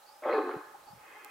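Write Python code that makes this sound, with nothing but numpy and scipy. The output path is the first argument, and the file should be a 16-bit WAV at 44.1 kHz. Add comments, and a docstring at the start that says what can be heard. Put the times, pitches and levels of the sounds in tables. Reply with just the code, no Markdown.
"""One harsh alarm bark from a deer on a shrubby slope, then a soft far echo.
Ragged throat pulses and rasping air drive resonances that mostly sink in pitch.
Shrubs scatter the bark, the wood rings on and a far slope returns the echo.
Behind it: a small bird, hiss, a faint drone, and soft bumps and one tick on a hand-held camera."""
import sys
import numpy as np
from scipy import signal
from scipy.fft import rfft, irfft
from scipy.io import wavfile
from scipy.ndimage import uniform_filter1d

SR = 44100
rng = np.random.default_rng(int(sys.argv[2]) if len(sys.argv) > 2 else 0)


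def master_out(mix):
    """Clip the mix to full scale and print it as 16-bit PCM to the path in sys.argv[1]."""
    frames = np.transpose(np.atleast_2d(mix))
    ceiling = np.clip(frames, -1, 1)
    pcm = np.round(ceiling * 32767).astype(np.int16)
    wavfile.write(sys.argv[1], SR, pcm)


N = 57330
TIME_S = np.arange(N) / SR
FREQ_HZ = np.fft.rfftfreq(2 * N, 1 / SR)

# Course of the bark. Each row: time in seconds, effort in dB, pulse rate in Hz, roughness from 0 to 1.
BARK_CONTOUR = [(.221, -12.5, 120.2, 0.7), (.235, -8, 120.2, 0.77), (.254, -2, 129.9, 0.62),
                (.285, -0.5, 122.3, 0.57), (.333, -1, 117.4, 0.36), (0.387, -3, 104, 0.38),
                (0.416, -7, 99.86, 0.77), (0.471, -10, 92.04, 0.38), (0.521, -12.5, 86.78, 0.76),
                (0.573, -15.5, 80, 0.83), (0.598, -31, 76.8, 0.95), (.63, -37, 68.4, .8)]
# Throat resonances. Each row: early centre, late centre and width in Hz, early and late gain in dB.
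THROAT_MODES = [(347.4, 311, 46.6, -8, -6.5), (572, 384, 132, -1, 4.5), (603.3, 550, 46, -5, -10),
                (742, 762, 62, -8, -5.5), (870.7, 872, 34, -5.5, -13), (1075, 1058, 116, -6.5, -3),
                (1290, 1225, 71, -11, -11.5), (1572, 1417, 148, -16.5, -13.5),
                (1797, 1655, 45, -26.5, -18.5), (2133, 1500, 99, -21.5, -16), (2526, 2490, 104, -25.5, -26),
                (3220, 2980, 630, -29.5, -31.5)]
# Throat rasps. Each row: start in seconds, peak in dB, centre in Hz, width in Hz.
RASP_BURSTS = [(0.2354, -39.5, 2044, 244), (0.326, -29.5, 1950, 400), (0.39, -25, 1065, 390),
               (0.491, -25.5, 1108, 300), (0.5115, -33.5, 1370, 880), (.536, -42, 590, 890),
               (0.609, -37.5, 1075, 163)]
# Ground-reflection notches. Each row: centre in Hz, width in Hz, depth from 0 to 1.
GROUND_DIPS = [(336, 6.7, 0.17), (664, 55, 0.42), (960, 91, 0.54), (1115, 11, 0.97), (1358, 22, 0.5)]
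# Colour of the shrub, wood and far-slope returns. Each row: frequency in Hz, gain in dB.
SHRUB_COLOUR = [(300, -16.5), (1000, -13.5), (2000, -2.5), (4000, -0.5)]
WOOD_COLOUR = [(250, -21.5), (450, -24), (800, -15.5), (1700, -4), (2500, -8.5), (4500, -9)]
FAR_COLOUR = [(250, -27), (420, -29.5), (700, -34), (1100, -19), (1900, -8), (2600, -2.5), (3100, -2),
              (4200, -22)]
# Balance of the bark and of the surroundings. Each row: frequency in Hz, left minus right in dB.
BARK_PAN = [(400, 0.5), (700, 0), (1250, 3), (2100, -3), (4400, 3)]
SLOPE_PAN = [(350, 1.5), (850, -2), (2000, -1.5), (6000, -0.7)]
# Likeness of left and right in diffuse sound. Each row: frequency in Hz, coherence from 0 to 1.
COHERENCE = [(100, 0.7), (330, 0.91), (600, 0.8), (1000, 0.44), (2000, 0.53), (4000, 0.36), (15000, 0.42)]
# Soft bumps. Each row: peak time in seconds, level in dB, pitch in Hz, left minus right in dB.
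HANDLING_BUMPS = [(0.5676, -42, 162, 5), (0.911, -56, 128.8, 4.5), (0.936, -50, 173.5, -4),
                  (0.953, -61.5, 129.3, 5), (0.962, -62, 104.4, 8), (0.978, -57, 123.9, 2.5),
                  (1.014, -74, 70, -5)]
# Bird calls. Each row: start in seconds, level in dB.
BIRD_CALLS = [(0.032, -67.5), (0.836, -69.5)]
# Notes of a call. Each row: peak offset in seconds, pitch in Hz, gain in dB, half-length in seconds.
BIRD_NOTES = [(.002, 4100, 0.5, .011), (0.056, 4570, 6.5, 0.025), (.085, 4840, 1, 0.018),
              (0.112, 5050, -4, 0.064)]
# Hiss spectrum. Each row: frequency in Hz, relative density in dB.
HISS_COLOUR = [(30, -7), (150, -6.5), (280, 1), (450, 8.5), (1000, 12), (1500, 9), (2000, 3.5), (6000, 0),
               (15500, -2.5)]
# Drone bands. Each row: centre in Hz, width in Hz, level in dB, share of the swells from 0 to 1.
DRONE_BANDS = [(565.6, 60, -70.5, 0), (842, 81, -61, 0.75), (1242, 114, -68.5, 0.2)]
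# Drone swells. Each row: peak time in seconds, boost in dB.
DRONE_SWELLS = [(.105, 5), (.75, 19), (0.882, 16.5), (0.923, 13), (1.04, 9.5), (1.16, 5), (1.265, 7.5)]


def bark(sink_s=.335, sink_time_s=0.026, wheeze_start_s=0.302, wheeze_rise_s=0.011):
    """The throat lengthens and most resonances sink; a wheeze and a weak chest tone join."""
    drive = throat_pulses()
    sink = .5 + .5 * np.tanh((TIME_S - sink_s) / (2 * sink_time_s))
    voice = np.zeros(N)
    for early_hz, late_hz, width_hz, early_db, late_db in THROAT_MODES:
        hz = early_hz + (late_hz - early_hz) * sink
        db = early_db + (late_db - early_db) * sink
        voice += amp(db) * resonate(drive, hz, width_hz)
    age_s = TIME_S - wheeze_start_s
    onset = .5 + .5 * np.tanh(age_s / wheeze_rise_s)
    wheeze = amp(-25.5 - 2 * age_s) * onset * resonate(drive, hz=4100, width_hz=490)
    chest = amp(-41.5) * sink * resonate(drive, hz=104, width_hz=180)
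    return ground_path(voice + wheeze + rasps()) + chest


def throat_pulses(level_db=-30, jitter=.06, shimmer_db=2.5, puff_cycles=.25, leak=.2):
    """Uneven pulses, each with a puff of air; roughness is the air's share of the power."""
    times_s, effort_db, pulse_hz, roughness = np.transpose(BARK_CONTOUR)
    started = TIME_S > times_s[0]
    effort = amp(np.interp(TIME_S, times_s, effort_db)) * started * (TIME_S < times_s[-1])
    air_share = np.interp(TIME_S, times_s, roughness)
    rate_hz = np.interp(TIME_S, times_s, pulse_hz) * (1 + jitter * wobble(samples=300))
    cycles = np.cumsum(rate_hz * started) / SR
    impulses = np.diff(np.floor(cycles), prepend=0)
    pulses = unit_rms(impulses * amp(shimmer_db * wobble(samples=200)))
    airflow = leak + np.exp(-(cycles % 1) / puff_cycles)
    puffs = unit_rms(airflow * rng.standard_normal(N))
    return amp(level_db) * effort * (np.sqrt(1 - air_share) * pulses + np.sqrt(air_share) * puffs)


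def rasps(rise_s=0.0011, decay_s=0.0028):
    """Single rough bursts as the throat opens and closes."""
    out = np.zeros(N)
    for start_s, peak_db, hz, width_hz in RASP_BURSTS:
        age_s = np.maximum(TIME_S - start_s, 0)
        envelope = (1 - np.exp(-age_s / rise_s)) * np.exp(-age_s / decay_s)
        burst = resonate(envelope * rng.standard_normal(N), hz, width_hz)
        out += amp(peak_db) * burst / abs(burst).max()
    return out


def ground_path(x, band_hz=(286, 4520)):
    """Ground reflections cancel narrow bands; the path thins bass and treble."""
    for hz, width_hz, depth in GROUND_DIPS:
        x = x - depth * signal.lfilter(*signal.iirpeak(hz, hz / width_hz, SR), x)
    return signal.sosfilt(signal.butter(4, band_hz, "band", fs=SR, output="sos"), x)


def scatter(x, colour, delay_s, rise_s, t60_s):
    """A diffuse return from foliage that swells and dies away."""
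    age_s = np.maximum(TIME_S - delay_s, 0)
    onset = 1 - np.exp(-(age_s / rise_s) ** 2)
    tail = diffuse_noise() * onset * np.exp(-np.log(1000) * age_s / t60_s)
    tail /= np.linalg.norm(tail[0])
    echo = signal.fftconvolve(x[None], tail, axes=1)[:, :N]
    return filtered(echo, amp(curve(colour)))


def handling(bump_cycles=.85, tick_s=1.2467, tick_decay_s=0.00092, tick_low_cut_hz=8000):
    """Dull bumps, low rubbing and one dry tick on the camera body."""
    bumps = np.zeros((2, N))
    for peak_s, db, hz, left_db in HANDLING_BUMPS:
        thud = np.cos(2 * np.pi * hz * (TIME_S - peak_s)) * gaussian(peak_s, bump_cycles / hz)
        bumps += amp([[db + left_db / 2], [db - left_db / 2]]) * thud
    rub = resonate_pair(diffuse_noise(), hz=170, width_hz=540) * gaussian(peak_s=0.9, spread_s=0.34)
    tick = rng.standard_normal((2, N)) * (TIME_S > tick_s) * np.exp(-abs(TIME_S - tick_s) / tick_decay_s)
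    tick = filtered(tick, 2 * FREQ_HZ / np.hypot(FREQ_HZ, tick_low_cut_hz))
    return bumps + amp(-73.5) * rub + amp([[-41], [-35.5]]) * tick


def bird(glide_hz_per_s=1300, blur_hz=300):
    """Two thin calls that climb in four notes, blurred by the trees."""
    out, noise = np.zeros((2, N)), diffuse_noise()
    for start_s, call_db in BIRD_CALLS:
        for offset_s, hz, note_db, spread_s in BIRD_NOTES:
            peak_s = start_s + offset_s
            pitch_hz = hz + glide_hz_per_s * np.clip(TIME_S - peak_s, -spread_s, spread_s)
            envelope = amp(call_db + note_db) * gaussian(peak_s, spread_s)
            out += envelope * resonate_pair(noise, pitch_hz, blur_hz)
    return out


def hiss(level_db=-60.5, top_hz=15800):
    """Even hiss, strongest in the midrange."""
    spectrum = amp(curve(HISS_COLOUR)) * (FREQ_HZ < top_hz)
    return amp(level_db) * unit_rms(filtered(diffuse_noise(), spectrum))


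def drone():
    """Three faint noise bands; the upper two swell now and then."""
    noise = diffuse_noise()
    swell_db = sum(db * gaussian(peak_s, spread_s=0.015) for peak_s, db in DRONE_SWELLS)
    return sum(amp(db + share * swell_db) * unit_rms(resonate_pair(noise, hz, width_hz))
               for hz, width_hz, db, share in DRONE_BANDS)


def diffuse_noise():
    """Stereo white noise: sides alike in the bass, less so in the treble."""
    mid, side = rng.standard_normal((2, N))
    coherence = curve(COHERENCE)
    mid = filtered(mid, np.sqrt((1 + coherence) / 2))
    side = filtered(side, np.sqrt((1 - coherence) / 2))
    return np.array([mid + side, mid - side])


def resonate(x, hz, width_hz):
    """A steep resonance that follows hz and keeps the power of white noise."""
    carrier = np.exp(2j * np.pi * np.cumsum(hz * np.ones(N)) / SR)
    pole = np.exp(-np.pi * width_hz / SR)
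    baseband = signal.lfilter([(1 - pole) ** 2], [1, -2 * pole, pole * pole], x / carrier + 1e-18)
    return 2 * (carrier * baseband).real * np.sqrt(SR / (np.pi / 2 * width_hz))


def resonate_pair(pair, hz, width_hz):
    """The same resonance on both channels."""
    return np.array([resonate(channel, hz, width_hz) for channel in pair])


def panned(x, pan):
    """Shifts each band left or right."""
    left_db = curve(pan) / 2
    return filtered(x, amp([left_db, -left_db]))


def filtered(x, gain):
    """Applies a gain per frequency."""
    return irfft(rfft(x, 2 * N) * gain)[..., :N]


def curve(table):
    """Interpolates a table over log frequency."""
    hz, values = np.transpose(table)
    return np.interp(np.log(FREQ_HZ + 1), np.log(hz), values)


def gaussian(peak_s, spread_s):
    """Bell-shaped envelope."""
    return np.exp(-((TIME_S - peak_s) / spread_s) ** 2)


def wobble(samples):
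    """Smoothed noise of rms 1."""
    return unit_rms(uniform_filter1d(uniform_filter1d(rng.standard_normal(N), samples), samples))


def unit_rms(x):
    """Scales to rms 1."""
    return x / np.sqrt(np.mean(x ** 2) + 1e-20)


def amp(db):
    """Decibels to gain."""
    return 10 ** (np.asarray(db) / 20)


def scene():
    """The bark and its returns over the quiet hillside."""
    call = bark()
    shrubs = scatter(call, SHRUB_COLOUR, delay_s=0.00053, rise_s=0.0012, t60_s=0.14)
    wood = scatter(call, WOOD_COLOUR, delay_s=0.031, rise_s=0.035, t60_s=1.0)
    far_slope = scatter(call, FAR_COLOUR, delay_s=0.638, rise_s=0.1, t60_s=4.3)
    surroundings = wood + far_slope + hiss() + drone() + bird()
    return panned(call + shrubs, BARK_PAN) + panned(surroundings, SLOPE_PAN) + handling()


def record(dry):
    """Steep low-pass at 16.4 kHz."""
    low_pass = signal.firwin(511, 16400, window=("kaiser", 9), fs=SR)
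    return signal.oaconvolve(dry, low_pass[None], "same")


dry = scene()
out = record(dry)
master_out(out)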